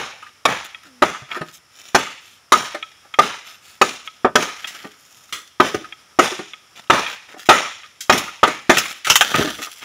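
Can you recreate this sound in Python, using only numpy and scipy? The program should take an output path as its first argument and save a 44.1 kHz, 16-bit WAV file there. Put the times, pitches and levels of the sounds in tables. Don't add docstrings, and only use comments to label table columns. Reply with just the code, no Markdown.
import sys
import numpy as np
from scipy import signal
from scipy.fft import rfft, irfft, next_fast_len
from scipy.io import wavfile
from scipy.ndimage import uniform_filter1d

SR = 44100
rng = np.random.default_rng(int(sys.argv[2]) if len(sys.argv) > 2 else 0)


def waveform_to_disk(signal):
    frames = np.transpose(np.atleast_2d(signal))
    scaled = np.clip(frames, -1, 1) * 32767
    samples = np.round(scaled).astype(np.int16)
    wavfile.write(sys.argv[1], SR, samples)


N = 433944

# (time [s], level [dB], bass [dB], treble [dB], hollow note [Hz], wall note [Hz],
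#                      bite t60 [s], rattle of the clump [dB])
CHOPS = [(-.13, 2, 2.5, -3.5, 380, 900, 0.12, 6.5), (.451, -1.5, -6, -3, 401, 1116, 0.037, 3),
         (1.019, -1, -1, -0.5, 366, 582, 0.089, -1.5), (1.945, 0.5, -0.5, 2.5, 378, 1054, .08, -2),
         (2.519, 1.5, -2, 2, 371, 1053, 0.093, -3), (3.186, 1.5, -3, -.5, 398, 647, 0.053, -1.5),
         (3.812, 1, 1, 5, 378, 1034, .069, -4), (4.244, -3, 0.5, -17, 372, 560, 0.1, -25),
         (4.353, 1, .5, 0, 433, 992, 0.05, -2), (5.598, 1.5, 2, -1, 366, 1016, .075, -1.5),
         (6.187, 0.5, 2.5, -0.5, 357, 764, .075, 1.5), (6.898, 1, -3, -4.5, 390, 910, 0.049, 4.5),
         (7.487, 2.5, -1, -3, 348, 760, 0.12, 2.5), (8.094, 2, -1.5, -1, 372, 1110, .06, 0.5),
         (8.429, 0.5, -3.5, -5.5, 490, 933, 0.083, -3.5), (8.693, 2.5, 2.5, 1, 346, 752, 0.1, -1.5)]
# (time [s], level [dB], bass [dB], treble [dB], t60 [s])
SNAPS = [(4.4235, -13.5, 6, -4, 0.083), (4.6714, -21, -12, 6.5, 0.17), (5.324, -15.5, 1.5, 2, 0.24),
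         (5.7445, -12.5, 19.5, 1, .09), (8.0056, -19, -25, 14, 0.16), (8.1235, -5.5, 17, 2, .18),
         (8.176, -11, 22.5, 19, 0.11), (8.7693, -3, 7, 0, .11), (8.7798, -4.5, -8, 9.5, .089),
         (8.8545, -17, -19, -8, 0.052), (9.0459, -14, -24.5, 6, 0.2), (9.0681, -10, -2.5, -1, 0.18),
         (9.0977, 2, 5.5, 0.5, 0.13), (9.1548, 2.5, -6.5, .5, 0.084), (9.2086, 3.5, 2, -10.5, 0.083),
         (9.3413, -6, -0.5, -18.5, 0.19), (9.3832, -7.5, 23, 1, .15)]
# (time [s], level [dB])
CLICKS = [(0.746, -27.5), (1.3154, -22.5), (2.8259, -23), (3.1393, -24), (4.0745, -24.5), (4.6438, -22.5),
          (5.9239, -28), (6.534, -28.5), (7.0642, -21), (7.833, -36)]
# (time [s], level [dB])
TUGS = [(.221, -27), (.261, -29.5), (1.143, -21), (1.348, -19), (2.067, -24), (2.672, -27.5), (4.486, -21),
        (5.84, -25), (7.654, -21.5), (7.834, -34), (8.276, -22.5), (9.666, -24.5)]
# (time [s], level [dB], hollow note [Hz], note over scuff [dB])
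KNOCKS = [(1.219, -29.5, 128, 12), (1.364, -19, 359, -2.5), (1.409, -16, 156, -2.5),
          (2.743, -15.5, 340, -11), (3.047, -39, 833, -7.5), (4.841, -21, 348, -11), (5.741, -13, 414, 4),
          (6.318, -18, 370, 10), (6.388, -18, 370, -3.5), (7.338, -29.5, 410, -14), (7.363, -30.5, 745, 1),
          (7.546, -15, 365, -7), (8.471, -8.5, 486, -12), (9.384, -13, 337, -1), (9.408, -9.5, 410, -2),
          (9.444, -13, 306, 1), (9.47, -14.5, 274, -1), (9.584, -23, 313, -25)]
# (time [s], nominal length [s], level [dB], treble [dB])
RUSTLES = [(0.641, 0.025, -29, 11.5), (0.846, 0.039, -36, 4), (1.289, 0.099, -28.5, -7),
           (1.448, .07, -41, 6), (1.526, 0.046, -35.5, 28.5), (1.731, 0.23, -40, 15),
           (2.196, 0.17, -44, 16.5), (3.44, 0.12, -38, 9), (3.618, .15, -40.5, 15), (4.05, .03, -36, 13),
           (4.546, 0.34, -34.5, 7), (4.944, 0.43, -47.5, 19), (6.755, .05, -35.5, 3.5),
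           (7.049, 0.097, -27, -0.5), (7.284, 0.054, -37, 1.5), (7.378, 0.063, -32, 10),
           (7.454, .025, -28.5, 11), (8.816, 0.14, -27.5, 12.5), (9.201, 0.3, -19, 8),
           (9.45, .38, -33.5, 15.5), (9.61, 0.05, -25, 10), (9.806, 0.054, -31, -0.5)]
# (frequency [Hz], level [dB], t60 [s])
POLE_MODES = [(191, -16, 0.27), (251.8, -11.5, 0.27), (346, -17, 0.54), (413, -6.5, 0.34),
              (616.6, 4.5, 0.14), (765, 1.5, 0.13), (1070, -4, 0.058), (1183.5, 6, 0.13), (1242, 1, 0.11),
              (1330, -14, 0.033), (1516, 0.5, 0.54), (1790, 4.5, 0.14), (2302, -6.5, 0.03),
              (2510, -15.5, 0.065), (3136, -20, 0.055)]
# (frequency [Hz], level [dB], t60 [s])
GRIP_MODES = [(1290, -12, .09), (1900, -6, .03), (2190, -5, .035), (2476, -2, .04), (2750, -8, .02),
              (3290, 0, .04), (3620, -6, .025)]
# (frequency [Hz], level [dB], t60 [s])
GROVE_BANDS = [(59, -5.5, 0.51), (152, 0.5, 0.27), (347, -4.5, 0.25), (820, -14.5, 0.51),
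               (1300, -11.5, 0.42), (2500, -8.5, 0.66), (5400, -5.5, 0.63), (13000, -5, 0.41)]
# (frequency [Hz], level [dB])
CRACK_SPECTRUM = [(24, -47.5), (40, -26), (960, -3), (1230, -1.5), (1470, -4.5), (2420, -7.5), (2960, -11),
                  (3530, -11), (4420, -15), (6760, -22.5), (8050, -28.5), (8680, -22.5), (13600, -41.5),
                  (14700, -33.5), (15800, -44.5)]
# (frequency [Hz], level [dB])
SNAP_SPECTRUM = [(35, -55.5), (60, -20), (538, -12.5), (1250, -5), (1500, -3), (2750, -2), (4090, -7),
                 (5540, -8.5), (7160, -14), (8050, -13), (9480, -15), (14800, -25), (15800, -20)]
# (frequency [Hz], level [dB])
KNOCK_SPECTRUM = [(29, -40.5), (50, -28.5), (292, -2.5), (519, -5), (1130, -1.5), (1270, 0.5), (1870, 0.5),
                  (3480, -8.5), (4280, -7.5), (6760, -23), (8130, -16.5), (12000, -27), (15600, -72),
                  (22000, -120)]
# (frequency [Hz], level [dB])
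LEAF_SPECTRUM = [(35, -55), (60, -27.5), (188, -11), (501, -10.5), (728, -7.5), (1110, -9), (1270, -0.5),
                 (1770, -0.5), (3560, -4), (4290, -7.5), (6680, -17), (8050, -19), (14800, -27.5),
                 (15800, -29)]
# (frequency [Hz], level [dB])
AIR_SPECTRUM = [(30, -26.5), (80, -1.5), (200, -7), (480, -9), (900, -7), (1300, -2.5), (2400, -5.5),
                (3300, -7), (4200, -8), (5300, -0.5), (6500, -15.5), (9000, -9.5), (15000, -26)]
# (frequency [Hz], level [dB])
SHAKE_SPECTRUM = [(25, -18.5), (70, -12), (200, -1), (400, -3.5), (900, -33), (4000, -74.5)]
# (frequency [Hz], level [dB])
TICK_SPECTRUM = [(300, -20), (1200, -2), (2200, 6), (3600, -1.5), (4600, -18.5), (15000, -33.5)]
# (frequency [Hz], gain [dB])
MICROPHONE = [(900, -2.5), (1100, -4.5), (1270, 2), (1450, -4), (3500, -4), (4500, -10), (5600, -3),
              (7200, -0.5), (8200, -12.5), (9500, -6), (15000, -3.5)]

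AIR_DB, TOP_HZ = -49, 15600
TONE_START_S, TONE_LENGTH_S, TONE_FADE_S, TONE_DB = .845, .18, .02, -48
TONE_HZ, TONE_DROP_HZ, TONE_DROP_S, TONE_SAG_HZ_PER_S = 264, 100, 0.025, 150
TWIG_DB, TWIG_RANGE_DB, TWIG_T60_S = -45.5, 6, 0.042
LEAF_RING_DB, SCATTER_RING_DB = -4, -9
SPLINTER_T60_S, SPLINTER_DB = 0.019, 1
STEM_TAP_DB, GROVE_DB, KNOCK_ECHO_DB = -14.5, -10, -15
CONTACT_RISE_S, CONTACT_DB = 0.0066, -4.5
KNOCK_T60_S, KNOCK_BODY_DB = 0.09, -11.5
TUG_HZ, TUG_SPREAD, TUG_NOTE_DB, TUG_T60_S = 1227, 0.025, -5, .1
GRIP_DB, GRIP_TICK_DB = 4.5, -3.5
SNAP_RISE_S, SNAP_DB = 0.0018, -2.5
BITE_RISE_S, BITE_HOLD_S = 0.002, 0.0083
CHOP_DELAY_S, CHOP_DB = .0015, -0.88
CRACK_DB, POLE_DB, SHAKE_DB, RATTLE_DB = 1.5, -6.5, -24.5, -16
HOLLOW_DB, HOLLOW_T60_S = -5, 0.096
WALL_DB, WALL_T60_S = -6, 0.095
BELLY_HZ, BELLY_DB, BELLY_T60_S = 258, -10.5, 0.078
HOLLOW_PER_BASS, BELLY_PER_BASS, CRACK_PER_TREBLE = 0.37, 1.2, 0.49


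def undb(db):
    return 10 ** (np.asarray(db) / 20)


def unit(x):
    return x / np.sqrt(np.mean(x ** 2))


def peak(x):
    return x / np.sqrt(uniform_filter1d(x ** 2, size=220).max())


def clock(seconds):
    return np.arange(int(seconds * SR)) / SR


def fade(t, t60):
    return np.exp(-np.log(1000) * t / max(t60, .004))


def attack(t, rise_s):
    return np.minimum(t / rise_s, 1)


def walk(rate, count=N):
    knots = np.arange(0, count + SR, SR / rate)
    return np.interp(np.arange(count), knots, rng.standard_normal(len(knots)))


def add(track, s, x):
    i = int(s * SR)
    x, i = x[max(-i, 0):], max(i, 0)
    track[i:i + len(x)] += x[:N - i]


def colour(x, *spectra):
    size = 2 * next_fast_len(len(x) // 2 + 1024)
    log_f = np.log(np.maximum(np.arange(size // 2 + 1) * SR / size, 1))
    db = sum(np.interp(log_f, np.log(hz), gain) for hz, gain in map(np.transpose, spectra))
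    cepstrum = irfft(np.log(undb(db)))
    cepstrum[1:size // 2] *= 2
    cepstrum[size // 2 + 1:] = 0
    response = np.exp(rfft(cepstrum))
    return irfft(rfft(x, size) * response)[:len(x)]


def grains(t, spread_db, ring_db):
    size = np.repeat(rng.standard_normal(len(t)), repeats=16)[:len(t)]
    breaks = rng.standard_normal(len(t)) * undb(spread_db * size)
    short = clock(.03)
    splinters = np.diff(rng.standard_normal(len(short) + 1)) * fade(short, SPLINTER_T60_S)
    splinters = signal.lfilter([1], [1, -.9], splinters)
    ringing = signal.fftconvolve(breaks, splinters / np.linalg.norm(splinters))[:len(t)]
    return unit(breaks + undb(ring_db) * ringing)


def ring(t, modes, detune, scatter_db):
    out = 0
    for hz, db, t60 in modes:
        level = undb(db + scatter_db * rng.standard_normal()) * rng.choice([-1, 1])
        pitch = hz * (1 + detune * rng.standard_normal())
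        out = out + level * fade(t, min(t60, .22)) * np.sin(2 * np.pi * pitch * t)
    return out


def burst(spectrum, bass_db, treble_db, rise_s, t60, spread_db):
    t = clock(.3)
    push = attack(t, rise_s) * fade(np.maximum(t - rise_s, 0), t60)
    tilt = [(300, bass_db), (1200, 0), (5000, treble_db)]
    return peak(colour(grains(t, spread_db, SPLINTER_DB) * push, spectrum, tilt))


def contact(hz, note_db, t60, bass_db, treble_db):
    t = clock(.3)
    scuff = burst(KNOCK_SPECTRUM, bass_db, treble_db, CONTACT_RISE_S, t60, spread_db=3.5)
    modes = [(hz, 0, t60), (1.4 * hz, -9, 0.23 * t60)]
    note = peak(attack(t, 0.0056) * ring(t, modes, detune=0.0018, scatter_db=7))
    return undb(CONTACT_DB) * peak(scuff + undb(note_db) * note)


def air():
    hiss = unit(colour(rng.standard_normal(N), AIR_SPECTRUM))
    swell_db = 1.1 * walk(4) + .7 * walk(25)
    return hiss * undb(AIR_DB + swell_db)


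def low_tone():
    out, t = np.zeros(N), clock(TONE_LENGTH_S)
    hz = TONE_HZ + TONE_DROP_HZ * np.exp(-t / TONE_DROP_S) - TONE_SAG_HZ_PER_S * t
    phase = 2 * np.pi * np.cumsum(hz) / SR
    swell = np.minimum(np.minimum(t, t[-1] - t) / TONE_FADE_S, 1)
    tone = np.sin(phase) + undb(-14) * np.sin(2 * phase)
    add(out, TONE_START_S, undb(TONE_DB) * swell * tone)
    return out


def twigs():
    out = np.zeros(N)
    for when, size, bright in rng.random((36, 3)):
        tick = burst(LEAF_SPECTRUM, bass_db=-4, treble_db=16 * bright, rise_s=.002, t60=TWIG_T60_S, spread_db=4)
        add(out, when * N / SR, tick * undb(TWIG_DB + TWIG_RANGE_DB * size))
    return out


def leaves():
    out = np.zeros(N)
    for s, length, db, treble_db in RUSTLES:
        t = clock(1.634 * length)
        contacts = grains(t, spread_db=6, ring_db=LEAF_RING_DB)
        crackle = colour(contacts, LEAF_SPECTRUM, [(1500, 0.0097), (8000, treble_db)])
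        swell = np.sin(np.pi * (t / t[-1]) ** .65).clip(0) ** 2
        add(out, s - 0.092 * length, undb(db) * unit(crackle) * swell)
    return out * undb(2 * walk(70))


def scatter():
    t = clock(.8)
    hz, db, t60 = np.transpose(GROVE_BANDS)
    returns = grains(t, spread_db=2, ring_db=SCATTER_RING_DB) * undb(1.2 * walk(110, count=len(t)))
    spectrum = rfft(returns)
    log_f = np.log(np.maximum(np.arange(len(spectrum)) * SR / len(t), 1))
    echo = 0
    for share, band_db, band_t60 in zip(np.eye(len(hz)), db, t60):
        flicker = undb(1.5 * walk(60, count=len(t)))
        shape = (1 - np.exp(-(t / 0.034) ** 2)) * fade(t, band_t60) * flicker
        band = irfft(spectrum * np.interp(log_f, np.log(hz), share), len(t))
        echo = echo + undb(band_db) * band * shape / np.linalg.norm(shape)
    return echo


def stems():
    out, t = np.zeros(N), clock(.12)
    for s, db, *_, rattle_db in CHOPS:
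        for when, pitch, size in rng.random((12, 3)):
            delay = .015 + .22 * when ** 1.5
            hz = 400 * 9 ** pitch
            tap = attack(t, .004) * fade(t, .085) * np.sin(2 * np.pi * hz * t)
            level = undb(db + rattle_db + STEM_TAP_DB - 5 * size) * fade(delay, 0.46)
            add(out, s + delay, tap * level)
    return out


def knocks():
    out, t = np.zeros(N), clock(.3)
    for s, db, hz, note_db in KNOCKS:
        bump = contact(hz, note_db, KNOCK_T60_S, bass_db=10.5, treble_db=-1.5)
        body = peak(attack(t, CONTACT_RISE_S) * ring(t, POLE_MODES, detune=.03, scatter_db=5))
        add(out, s, undb(db) * (bump + undb(KNOCK_BODY_DB) * body))
    return out


def grip():
    out, t = np.zeros(N), clock(0.13)
    for s, db in CLICKS:
        tick = colour(rng.standard_normal(len(t)) * fade(t, 0.042), TICK_SPECTRUM)
        wood = ring(t, GRIP_MODES, detune=.012, scatter_db=2) * attack(t, .002)
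        click = peak(peak(wood) + undb(GRIP_TICK_DB) * peak(tick))
        add(out, s, undb(db + GRIP_DB) * click)
    return out


def tugs():
    out = np.zeros(N)
    for s, db in TUGS:
        hz = TUG_HZ * (1 + TUG_SPREAD * rng.standard_normal())
        add(out, s, undb(db) * contact(hz, TUG_NOTE_DB, TUG_T60_S, bass_db=-13.5, treble_db=-5.5))
    return out


def snaps():
    out = np.zeros(N)
    for s, db, bass_db, treble_db, t60 in SNAPS:
        snap = burst(SNAP_SPECTRUM, bass_db, treble_db, SNAP_RISE_S, t60, spread_db=-1.5)
        add(out, s, undb(db + SNAP_DB) * snap)
    return out


def chops():
    out, t = np.zeros(N), clock(0.57)
    for s, db, bass_db, treble_db, hollow_hz, wall_hz, t60, rattle_db in CHOPS:
        tone = [(70, -4), (250, bass_db), (400, bass_db), (950, 0),
                (2400, CRACK_PER_TREBLE * treble_db), (7000, treble_db)]
        bite = attack(t, BITE_RISE_S) * fade(np.maximum(t - BITE_HOLD_S, 0), t60)
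        crack = peak(colour(grains(t, spread_db=2.5, ring_db=SPLINTER_DB) * bite, CRACK_SPECTRUM))
        pole = peak(ring(t, POLE_MODES, detune=0.027, scatter_db=1.5))
        struck = [(hollow_hz, HOLLOW_DB + HOLLOW_PER_BASS * bass_db, HOLLOW_T60_S),
                  (wall_hz, WALL_DB, WALL_T60_S),
                  (BELLY_HZ, BELLY_DB + BELLY_PER_BASS * bass_db, BELLY_T60_S)]
        notes = ring(t, struck, detune=.004, scatter_db=.8)
        shake = peak(colour(rng.standard_normal(len(t)) * fade(t, 0.36), SHAKE_SPECTRUM))
        body = undb(CRACK_DB) * crack + undb(POLE_DB) * pole + notes + undb(SHAKE_DB) * shake
        add(out, s + CHOP_DELAY_S, peak(colour(body, tone)) * undb(db + CHOP_DB))
        rattle = peak(colour(scatter(), CRACK_SPECTRUM, tone))
        add(out, s, rattle * undb(db + rattle_db + RATTLE_DB))
    return out


def scene():
    background = air() + low_tone() + leaves()
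    soft = knocks()
    sharp = twigs() + grip() + tugs() + snaps()
    sent = undb(GROVE_DB) * sharp + undb(KNOCK_ECHO_DB) * soft
    echo = signal.fftconvolve(sent, scatter())[:N]
    return (background + echo + soft + sharp + stems() + chops())[None]


def record(dry):
    heard = colour(dry[0], MICROPHONE)
    clipped = np.clip(heard, -1, 1)
    rumble_cut = signal.butter(1, 50, "high", fs=SR, output="sos")
    top_cut = signal.ellip(10, .2, 80, TOP_HZ, fs=SR, output="sos")
    return signal.sosfilt(top_cut, signal.sosfilt(rumble_cut, clipped))[None]


dry = scene()
out = record(dry)
waveform_to_disk(out)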